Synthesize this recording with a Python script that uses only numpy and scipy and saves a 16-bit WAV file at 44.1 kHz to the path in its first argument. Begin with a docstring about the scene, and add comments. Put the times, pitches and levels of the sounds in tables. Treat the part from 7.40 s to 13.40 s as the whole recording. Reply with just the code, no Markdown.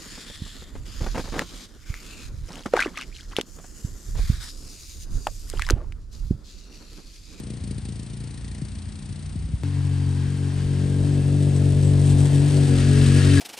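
"""A small petrol cart engine, driven round a leaf-covered yard. Far off on a light throttle it chugs:
each firing is a thump, a hiss of gas and a ping of the silencer, with muffled pops in the exhaust.
With a tick the sound changes abruptly: the engine drones under load and comes close. Valve gear
clatters, the belt whines, tyres crunch dry leaves, thin squeaks come and go, and bumps thump the body
and knock the loose engine cover. Under it all lie a low open-air rumble and a faint rustle of trees."""
import sys
import numpy as np
from scipy import signal
from scipy.fft import rfft, irfft
from scipy.io import wavfile
from scipy.ndimage import uniform_filter1d

SR = 44100
rng = np.random.default_rng(int(sys.argv[2]) if len(sys.argv) > 2 else 0)


def store_wav(level_fs):
    """Save 16-bit WAV to argv[1]."""
    pcm = np.round(np.clip(np.atleast_2d(level_fs), -1, 1) * 32767)
    wavfile.write(sys.argv[1], SR, pcm.T.astype(np.int16))


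N = 264600
TIME = np.arange(N) / SR
FREQS = np.fft.rfftfreq(N, 1 / SR)
CHANGE_S = 2.235  # chug to drone


def undb(db):
    """Decibels to gain."""
    return 10 ** (np.asarray(db) / 20)


def unit(x):
    """Scale to rms 1."""
    return x / np.sqrt(np.mean(x ** 2))


def curves(table):
    """Each column after the first as a line through time."""
    time_s, *columns = np.transpose(table)
    return [np.interp(TIME, time_s, column) for column in columns]


def ramp(start_s, length_s):
    """Linear rise from 0 to 1."""
    return np.clip((TIME - start_s) / length_s, 0, 1)


def swell(age_s, peak_s):
    """Envelope that rises to 1 at peak_s and dies away."""
    return age_s / peak_s * np.exp(1 - age_s / peak_s)


def walk(rate_hz):
    """Random steps at rate_hz, smoothed twice; spread of order 1."""
    hold = int(SR / rate_hz)
    steps = np.repeat(rng.standard_normal(N // hold + 1), hold)
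    return 0.947 * uniform_filter1d(uniform_filter1d(steps, hold), hold)[:N]


def colour(points):
    """Gain at every frequency from (freq_hz, gain_db) points."""
    hz, db = np.transpose(points)
    return undb(np.interp(np.log(FREQS + 1), np.log(hz), db))


def resonance(hz, width_hz):
    """Response of one mode, gain 1 at its centre."""
    return 1j * FREQS * width_hz / (hz ** 2 - FREQS ** 2 + 1j * FREQS * width_hz)


# Stereo width, side against mid: freq_hz, gain_db
SIDE_SPECTRUM = [(100, -15), (300, -2), (600, -6), (1100, -2.5), (2500, -8.5), (5000, -11.5), (9000, -42)]

def noise(gain, gate=1):
    """Stereo noise, gated, then coloured; rms 1."""
    mid, side = rfft(rng.standard_normal((2, N)) * gate) * gain
    side = side * colour(SIDE_SPECTRUM)
    return unit(irfft(np.array([mid + side, mid - side]), N))


def count_firings(rate_table, start, wobble):
    """Firing count, near `start` at the table's first time; the crank runs a little unevenly."""
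    count = np.cumsum(curves(rate_table)[0]) / SR
    return count - np.interp(rate_table[0][0], TIME, count) + start + wobble * walk(40)


def puffs(firings, rise_cycles, fall_cycles, scatter_db):
    """Envelope that opens once a firing, its strength scattered at random; rms 1."""
    strengths = undb(scatter_db * rng.standard_normal(512))
    strength = strengths[np.floor(firings).astype(int) % 512]
    age = firings % 1
    return unit(strength * (1 - np.exp(-(age / rise_cycles) ** 2)) * np.exp(-age / fall_cycles))


def exhaust(firings, orders, roughness, smear_rad, bounce_rad=0, bounce_cycles=0.291):
    """One wave per order, phased as a pulse ringing a silencer; high orders waver most and lag."""
    multiples, levels_db = np.transpose(orders)
    log_gain = np.log(undb(np.r_[levels_db[0], levels_db, levels_db[-1]]))
    mirrored = np.r_[log_gain, log_gain[-2:0:-1]]
    lags_rad = np.imag(signal.hilbert(mirrored))[1:len(orders) + 1]  # minimum phase
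    # reflections in the silencer split each pulse
    lags_rad = lags_rad + bounce_rad * np.sin(2 * np.pi * multiples * bounce_cycles)
    shared_waver = walk(45)
    waves = []
    for k, db, lag_rad in zip(multiples, levels_db, lags_rad):
        waver = 1 + roughness * np.sqrt(k) * (shared_waver + walk(20))
        phase = 2 * np.pi * k * firings - lag_rad - smear_rad * k ** 2
        waves.append(undb(db) * waver * np.cos(phase))
    return np.array(waves)


# Light-throttle exhaust spectrum: order, relative_db
CHUG_ORDERS = [(1, -45), (2, 6.5), (3, 6), (4, 5.5), (5, 4.5), (6, -4.5), (7, 4.5), (8, -8.5), (9, -10),
               (10, -14.5), (11, -18), (12, -20.5), (13, -17.5), (14, -28.5), (15, -29.5), (16, -20.5),
               (17, -30.5), (18, -30.5), (19, -31.5), (20, -36), (21, -32)]
# Its main orders: time_s, second_db, third_db, fourth_db, fifth_db, seventh_db
CHUG_LEVELS = [(0, -44.5, -52.5, -39, -41, -42.5), (.35, -40, -34, -39, -41, -41),
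               (.6, -41.5, -46, -39.5, -42.5, -45.5), (.85, -44.5, -50, -38.5, -40, -46.5),
               (1.08, -37.5, -41.5, -40, -43, -46), (1.4, -38.5, -36.5, -57, -52, -43.5),
               (1.6, -44, -46, -53, -42, -46), (1.83, -42, -40, -42.5, -35.5, -48),
               (2.05, -32, -41, -51, -38.5, -47), (2.2, -35, -54, -53, -44, -49)]

def far_exhaust(firings, gain_db=-40.5, fade_db_per_s=3, dull_db_per_s=3):
    """Exhaust pulses; the overtones fade as the cart draws away and dull as the throttle eases."""
    orders = exhaust(firings, CHUG_ORDERS, roughness=0.08, smear_rad=0.01)
    first, second, third, fourth, fifth, sixth, seventh, eighth, *upper = orders
    main = (second, third, fourth, fifth, seventh)
    hum = sum(unit(order) * undb(db) for order, db in zip(main, curves(CHUG_LEVELS)))
    rest = first + sixth + eighth + sum(upper) * undb(6.5 - dull_db_per_s * TIME)
    return hum + rest * undb(gain_db - fade_db_per_s * TIME)


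# Engine cover modes: pitch_hz, width_hz, gain_db
COVER_MODES = [(1660, 67, -11), (1843, 92, -11), (2647, 140, -10), (3116, 66, -14.5), (3517, 85, -16),
               (3696, 80, -19), (3905, 120, -13), (4300, 550, -15)]

def cover_ring(flare_db=2.2):
    """The engine cover, shaken at random, rings in its modes, each flaring on its own."""
    return sum(undb(db + flare_db * walk(30)) * noise(resonance(hz, width_hz) ** 2)
               for hz, width_hz, db in COVER_MODES)


# Gas hiss: freq_hz, gain_db
HISS_SPECTRUM = [(600, -16), (1200, -36), (1900, -2), (3200, 1.5), (4500, 6.5), (5300, 1.5), (6000, 3),
                 (7000, -3.5), (8800, 11), (9500, 5), (10300, -20), (12500, -45)]

def gas_hiss(stroke, gain_db=-51.5, shade_db=-7.5):
    """Each stroke hisses and rings the cover; both drop as the cart slips behind a steel container."""
    hiss = noise(colour(HISS_SPECTRUM), stroke) + undb(-16) * cover_ring() * stroke
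    return hiss * undb(gain_db + shade_db * ramp(start_s=1.844, length_s=0.25))


# Silencer ping: time_s, level_db
PING_LEVEL = [(0, -71), (.6, -69), (1.15, -60.5), (1.5, -70), (2.2, -72)]

def silencer_ping(stroke, pitch_hz=1866, width_hz=330):
    """Each firing pings the thin silencer shell, clearest side-on."""
    return noise(resonance(pitch_hz, width_hz) ** 2, stroke) * undb(curves(PING_LEVEL)[0])


# Exhaust burble: freq_hz, gain_db
BURBLE_SPECTRUM = [(25, -46), (45, 9), (65, 3), (88, 11), (115, 0.5), (180, -1), (300, -10.5), (500, -27.5),
                   (1000, -49), (8000, -62), (11000, -100)]

def burble(start_db=-41, swell_db=7):
    """Low exhaust noise that swells off throttle."""
    level_db = start_db + swell_db * ramp(start_s=0.93, length_s=2.05)
    return noise(colour(BURBLE_SPECTRUM)) * undb(level_db)


# Light-throttle engine speed: time_s, firing_hz
CHUG_RATE = [(0, 29.8), (0.15, 29.81), (0.25, 28.09), (0.6, 28.24), (0.85, 29.01), (1.4, 29.42),
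             (1.85, 29.76), (2.22, 32.58)]
# Strong and weak firings: time_s, change_db
ACCENTS = [(.104, 2.5), (.21, -6), (.243, 3.5), (.279, 1.5), (.312, 3.5), (.35, -6), (.384, 3.5),
           (.422, -5), (.456, 2.5), (.491, 1.5), (.596, 1.5), (.84, 1.5), (.978, -1), (1.013, -2.5),
           (1.149, 2.5), (1.461, -6), (1.728, 1)]

def chugging(accent_s=0.012):
    """Far off on a light throttle: slow, unequal firings over a burble."""
    accent_db = sum(db * np.exp(-((TIME - time_s) / accent_s) ** 2) for time_s, db in ACCENTS)
    firings = count_firings(CHUG_RATE, start=0.92, wobble=0.0037)
    pipe = far_exhaust(firings)
    stroke = puffs(firings + 0.15, rise_cycles=0.15, fall_cycles=0.21, scatter_db=0.6)
    return (pipe + gas_hiss(stroke)) * undb(accent_db) + silencer_ping(stroke) + burble()


# Yard background: freq_hz, gain_db
YARD_SPECTRUM = [(25, -1), (50, 7), (100, 9), (200, 14.5), (400, -4), (700, -0.5), (1200, -5), (2000, -4.5),
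                 (4500, -7), (7000, -12), (8800, -2.5), (9700, -6.5), (10400, -70), (13000, -67)]

def yard(level_db=-48):
    """Open air: a low rumble and a faint rustle of trees."""
    return noise(colour(YARD_SPECTRUM)) * undb(level_db + 0.04 * walk(1.5) + 0.1 * walk(24))


# Low thuds: start_s, peak_db, start_hz, end_hz
THUDS = [(0.21, -23, 129, 58.7), (0.357, -25, 151, 58), (0.425, -26, 139, 58), (1.218, -20.5, 277.9, 79.5),
         (1.321, -28, 139, 70), (1.369, -31, 130, 70), (1.464, -26.5, 161, 74), (1.707, -22, 176, 57.7),
         (1.955, -21, 287, 65.6), (2.034, -27, 192, 58), (2.075, -29, 109.4, 58), (2.135, -16, 180, 42),
         (2.86, -26, 100, 50), (3.25, -26, 90, 50), (4.339, -26.5, 140, 55), (4.73, -23.5, 90, 49.5)]

def thuds(sag_s=0.009, peak_s=0.008):
    """Low thuds that fall in pitch: exhaust pops while chugging, body thumps over bumps while droning."""
    out = 0
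    for start_s, peak_db, start_hz, end_hz in THUDS:
        age_s = np.maximum(TIME - start_s, 0)
        cycles = end_hz * age_s + (start_hz - end_hz) * sag_s * (1 - np.exp(-age_s / sag_s))
        out = out - undb(peak_db) * swell(age_s, peak_s) * np.sin(2 * np.pi * cycles)
    return out


def tick(gain_db=-21, fall_s=0.0008, highpass_hz=150):
    """A dry tick as the scene changes from the far chug to the near drone."""
    age_s = np.maximum(TIME - CHANGE_S, 0)
    snap = -undb(gain_db) * (age_s > 0) * np.exp(-age_s / fall_s)
    return signal.sosfilt(signal.butter(2, highpass_hz, "high", fs=SR, output="sos"), snap)


def distance_m(speed_m_s=5.18, nearest_m=4.6, nearest_s=7.38):
    """Cart to microphone, on a straight approach at steady speed."""
    return np.hypot(nearest_m, speed_m_s * (nearest_s - TIME))


def approach_db(at_10m_db, per_doubling_db):
    """Gain of one part of the cart, a fixed step lower for each doubling of distance."""
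    return at_10m_db - per_doubling_db * np.log2(distance_m() / 10)


def with_ground_echo(sound, share=0.6, source_height_m=0.61, mic_height_m=1.49, sound_m_s=343):
    """The echo off the ground cuts notches that sink as the cart nears."""
    lag_s = 2 * source_height_m * mic_height_m / distance_m() / sound_m_s
    return sound + share * np.interp(TIME - lag_s, TIME, sound)


# Echo off a nearby wall: time_s, lag_s, share
WALL_ECHO = [(4.8, .0104, 0), (5.3, .0108, .65), (5.62, .0121, .8), (5.85, .013, .75), (6.0, .0143, .7)]

def with_wall_echo(sound):
    """The wall echo lags more as the cart nears, so a comb of notches sweeps down."""
    lag_s, share = curves(WALL_ECHO)
    return sound + share * np.interp(TIME - lag_s, TIME, sound)


# Tailpipe rasp against the bark: time_s, relative_db
RASP_LEVEL = [(2.25, -16), (4.3, -10), (4.7, -7), (5.05, -7.5), (5.25, -4), (5.45, -17), (6.0, -8)]

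def tailpipe_rasp(firings, centre_hz=525, width_hz=450):
    """Gas rasps at the tailpipe with each firing and echoes off ground and wall."""
    stroke = puffs(firings - 0.4, rise_cycles=0.1, fall_cycles=0.25, scatter_db=1.5)
    rasp = noise(resonance(centre_hz, width_hz) ** 3, stroke)
    echoed = np.array([with_wall_echo(with_ground_echo(channel)) for channel in rasp])
    return unit(echoed) * undb(curves(RASP_LEVEL)[0])


# Loaded exhaust spectrum: order, relative_db
DRONE_ORDERS = [(1, -10.5), (2, 9), (3, 5), (4, -8.5), (5, -8), (6, -14), (7, -17.5), (8, -15), (9, -17),
                (10, -19), (11, -30), (12, -26.5), (13, -24.5), (14, -34), (15, -38), (16, -34),
                (17, -36.5), (18, -37.5)]
# Its main orders: time_s, first_and_second_db, third_db, fifth_db, sixth_db
DRONE_LEVELS = [(2.25, -26, -29.5, -43.5, -36), (2.4, -24, -25.23, -49, -40.5),
                (2.85, -24.5, -25, -38.5, -38), (2.92, -27.5, -27.5, -42, -39),
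                (3.52, -24.5, -22, -37.5, -35.5), (3.6, -22.5, -22.5, -35.5, -32.5),
                (3.75, -25, -20, -34.5, -29), (4.5, -20.5, -19, -36, -34), (4.8, -19, -17.5, -32, -27),
                (4.88, -24.5, -16.5, -41, -29), (5.32, -21.5, -17.5, -29.5, -25), (5.7, -18, -16, -25, -31),
                (6.0, -17, -18, -33, -20)]
# Its fourth order: time_s, level_db
FOURTH_LEVEL = [(2.25, -42), (3.0, -39), (3.45, -34), (4.75, -35), (5.0, -45.5), (6.0, -39.5)]
# Exhaust gas rumble: freq_hz, gain_db
RUMBLE_SPECTRUM = [(25, -38), (40, 1), (55, 5.5), (90, -0.5), (180, -3.5), (300, -6.5), (500, -23),
                   (700, -19.5), (1300, -65), (11000, -110)]

def droning(firings, bark_build_db=12.5, edge_build_db=20, build_s=1.4):
    """Loaded exhaust: low orders swell and fade as the cart moves; a bark builds with the load."""
    boom_db, third_db, fifth_db, sixth_db = curves(DRONE_LEVELS)
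    fourth_db = curves(FOURTH_LEVEL)[0]
    slack = 1 - ramp(CHANGE_S, build_s)
    bark_db = approach_db(at_10m_db=-31.5, per_doubling_db=5.56) - bark_build_db * slack
    orders = exhaust(firings, DRONE_ORDERS, roughness=0.085, smear_rad=0.04, bounce_rad=1.0)
    first, second, third, fourth, fifth, sixth, *upper = orders
    boom = unit(first + second) * undb(boom_db) + unit(third) * undb(third_db)
    body = unit(fourth) * undb(fourth_db) + unit(fifth) * undb(fifth_db) + unit(sixth) * undb(sixth_db)
    growl = sum(upper[:4])
    edge = sum(upper[4:]) * undb(-edge_build_db * slack)
    bark = with_wall_echo(unit(with_ground_echo(growl + edge))) + tailpipe_rasp(firings)
    stroke = puffs(firings, rise_cycles=0.21, fall_cycles=0.98, scatter_db=0)
    rumble = noise(colour(RUMBLE_SPECTRUM), stroke) * undb((third_db + bark_db) / 2 - 6.5)
    return boom + body + bark * undb(bark_db) + rumble


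# Valve gear and fan: freq_hz, gain_db
CLATTER_SPECTRUM = [(600, -39), (1000, -11), (1300, 1.5), (1600, 3), (2200, 1), (3000, 0.5), (3900, -4.5),
                    (4600, 0.5), (5500, -4.5), (7000, -6.5), (9000, -40), (11000, -68)]

def clatter(firings, flank_db=11):
    """Valve gear and fan throb and ring the cover, louder as the open flank turns to the microphone."""
    flicker = undb(1.5 * walk(25))
    rush = noise(colour(CLATTER_SPECTRUM)) * undb(approach_db(at_10m_db=-46.5, per_doubling_db=3))
    ring = cover_ring() * undb(approach_db(at_10m_db=-47.5, per_doubling_db=5.7))
    throb = 1 + 0.038 * np.cos(2 * np.pi * (firings - 0.5))
    return (rush * flicker + ring) * throb * undb(flank_db * ramp(start_s=4.73, length_s=1.09))


# Drive belt: time_s, pitch_hz, tone_db, octave_db
BELT_WHINE = [(2.25, 1600, -65, -75), (2.95, 1595, -63.5, -68), (3.25, 1590, -59.5, -64.5),
              (3.55, 1585, -59.5, -63.5), (3.8, 1650, -61.5, -73), (4.5, 1660, -65, -75),
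              (5.1, 1660, -59, -70), (5.65, 1665, -48, -57), (5.76, 1665, -50, -57), (5.93, 1668, -44, -57),
              (6.0, 1675, -35, -57)]

def belt_whine(waver_hz=30, flutter_db=3):
    """The drive belt sings: a wavering, fluttering tone and its rougher octave."""
    pitch_hz, tone_db, octave_db = curves(BELT_WHINE)
    phase = 2 * np.pi * np.cumsum(pitch_hz + waver_hz * walk(220)) / SR
    tone = undb(tone_db + flutter_db * walk(60)) * np.sin(phase)
    octave = undb(octave_db + flutter_db * walk(60)) * np.sin(2 * phase)
    return np.sqrt(2) * (tone + octave)


# Rolling tyres: freq_hz, gain_db
TYRE_SPECTRUM = [(250, -6.5), (450, 1.5), (600, -12), (800, -1), (1100, -3), (1400, -21), (2200, -41),
                 (5000, -59), (11000, -88)]

def tyres(carpet_db=10):
    """Soft tyres roll over turf, louder once they reach a carpet of leaves."""
    roll = unit(np.array([with_ground_echo(channel) for channel in noise(colour(TYRE_SPECTRUM))]))
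    surface_db = carpet_db * ramp(start_s=4.3, length_s=0.45) + 0.93 * walk(15)
    return roll * undb(approach_db(at_10m_db=-48, per_doubling_db=2.2) + surface_db)


# Dry leaves: freq_hz, gain_db
LEAF_SPECTRUM = [(1500, -10), (3500, -3), (5000, -6), (7000, -6.5), (8200, 0.5), (9000, 2), (9700, -6.5),
                 (10400, -29.5), (11500, -12.5), (13000, -46)]
# Louder crunches: peak_s, level_db
CRUNCHES = [(4.165, -48), (4.44, -44), (4.66, -41), (4.715, -39), (4.80, -41), (4.86, -38.5), (4.945, -39),
            (5.17, -41), (5.39, -39), (5.665, -38)]

def leaves(firings, cracks_per_s=1300, crush_s=0.011):
    """Tyres crush dry leaves into tiny cracks and louder crunches, over each exhaust stroke's hiss."""
    level_db = approach_db(at_10m_db=-39, per_doubling_db=11.45)
    cracks = rng.random(N) < cracks_per_s / SR
    crunches = sum(undb(db) * np.exp(-np.abs(TIME - peak_s) / crush_s) for peak_s, db in CRUNCHES)
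    force = undb(level_db - 2 + 2.8 * walk(40)) + crunches
    hiss = noise(colour(LEAF_SPECTRUM)) * (1 + 0.3 * np.cos(2 * np.pi * (firings - 0.3)))
    return noise(colour(LEAF_SPECTRUM), cracks) * force + hiss * undb(level_db + 0.5 * walk(48))


# Thin squeaks: start_s, length_s, level_db, start_hz, end_hz
SQUEAKS = [(2.62, .07, -55, 4900, 4480), (3.68, .12, -55, 7740, 7740), (3.95, .12, -54, 8093, 8093),
           (4.14, .05, -47, 7740, 7740), (4.42, .08, -45, 7740, 7740), (4.69, .05, -50, 7740, 7740),
           (4.93, .11, -52, 7740, 7740), (5.37, .04, -49, 7760, 7760)]

def squeaks(waver_hz=35):
    """Brief, thin whistles that swell and die."""
    out = 0
    for start_s, length_s, level_db, start_hz, end_hz in SQUEAKS:
        progress = np.clip((TIME - start_s) / length_s, 0, 1)
        pitch_hz = start_hz + (end_hz - start_hz) * progress + waver_hz * walk(370)
        tone = np.sqrt(2) * np.sin(2 * np.pi * np.cumsum(pitch_hz) / SR)
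        out = out + undb(level_db) * np.sin(np.pi * progress) * tone
    return out


# Knocks of the loose cover: start_s, gain_db, focus_hz
COVER_KNOCKS = [(5.385, -35, 1700), (5.571, -24, 1900), (5.612, -19.5, 2300), (5.66, -23, 3600),
                (5.816, -19, 2000), (5.883, -23.5, 1670), (5.901, -22, 2640), (5.918, -22, 3700),
                (5.939, -21.5, 2620), (5.973, -21, 1670), (5.986, -21.5, 4400)]

def cover_knocks(falloff_db_per_octave=16, length_s=0.08, grit_cycles=0.02):
    """Bumps knock the loose cover; each gritty knock favours the modes near one pitch."""
    out = np.zeros(N + SR)
    age_s = np.arange(int(length_s * SR)) / SR
    for start_s, gain_db, focus_hz in COVER_KNOCKS:
        start = int(start_s * SR)
        for hz, width_hz, mode_db in COVER_MODES:
            gain = undb(gain_db + mode_db - falloff_db_per_octave * abs(np.log2(hz / focus_hz)))
            cycles = hz * age_s + rng.random() + grit_cycles * np.cumsum(rng.standard_normal(len(age_s)))
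            envelope = swell(age_s, peak_s=1 / (np.pi * width_hz))
            out[start:start + len(age_s)] += gain * envelope * np.sin(2 * np.pi * cycles)
    return out[:N]


# Loaded engine speed: time_s, firing_hz
DRONE_RATE = [(2.25, 47.23), (2.86, 46.12), (2.96, 46.72), (3.36, 46.58), (3.67, 47.82), (3.87, 46.85),
              (3.97, 48.07), (4.18, 46.95), (4.38, 47.72), (4.99, 47.2), (5.09, 48.57), (5.39, 45.49),
              (5.49, 46.9), (5.7, 46.48), (5.8, 47.72), (6.0, 46.5)]

def scene():
    """The far chugging gives way to the approaching drone."""
    firings = count_firings(DRONE_RATE, start=0.74, wobble=0.0014)
    near = droning(firings) + clatter(firings) + belt_whine() + cover_knocks()
    near = near + tyres() + leaves(firings)
    return np.where(TIME < CHANGE_S, chugging(), near) + thuds() + squeaks() + tick() + yard()


# Microphone balance: freq_hz, left_minus_right_db
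BALANCE = [(60, -1.5), (110, 5.5), (200, 2), (360, 6), (650, 9.5), (1180, 6.5), (2140, 5), (3890, 4.5),
           (7000, 3), (9000, 0)]

def record(dry, right_lag_s=22e-6, lowpass_hz=12900):
    """The left microphone hears it slightly sooner, with more midrange; the top is cut."""
    balance = colour(BALANCE)
    pair = np.array([balance, np.exp(-2j * np.pi * FREQS * right_lag_s)]) * 2 / (1 + balance)
    heard = irfft(rfft(dry) * pair, N)
    return signal.sosfilt(signal.ellip(8, 0.2, 70, lowpass_hz, fs=SR, output="sos"), heard)


dry = scene()
out = record(dry)
store_wav(out)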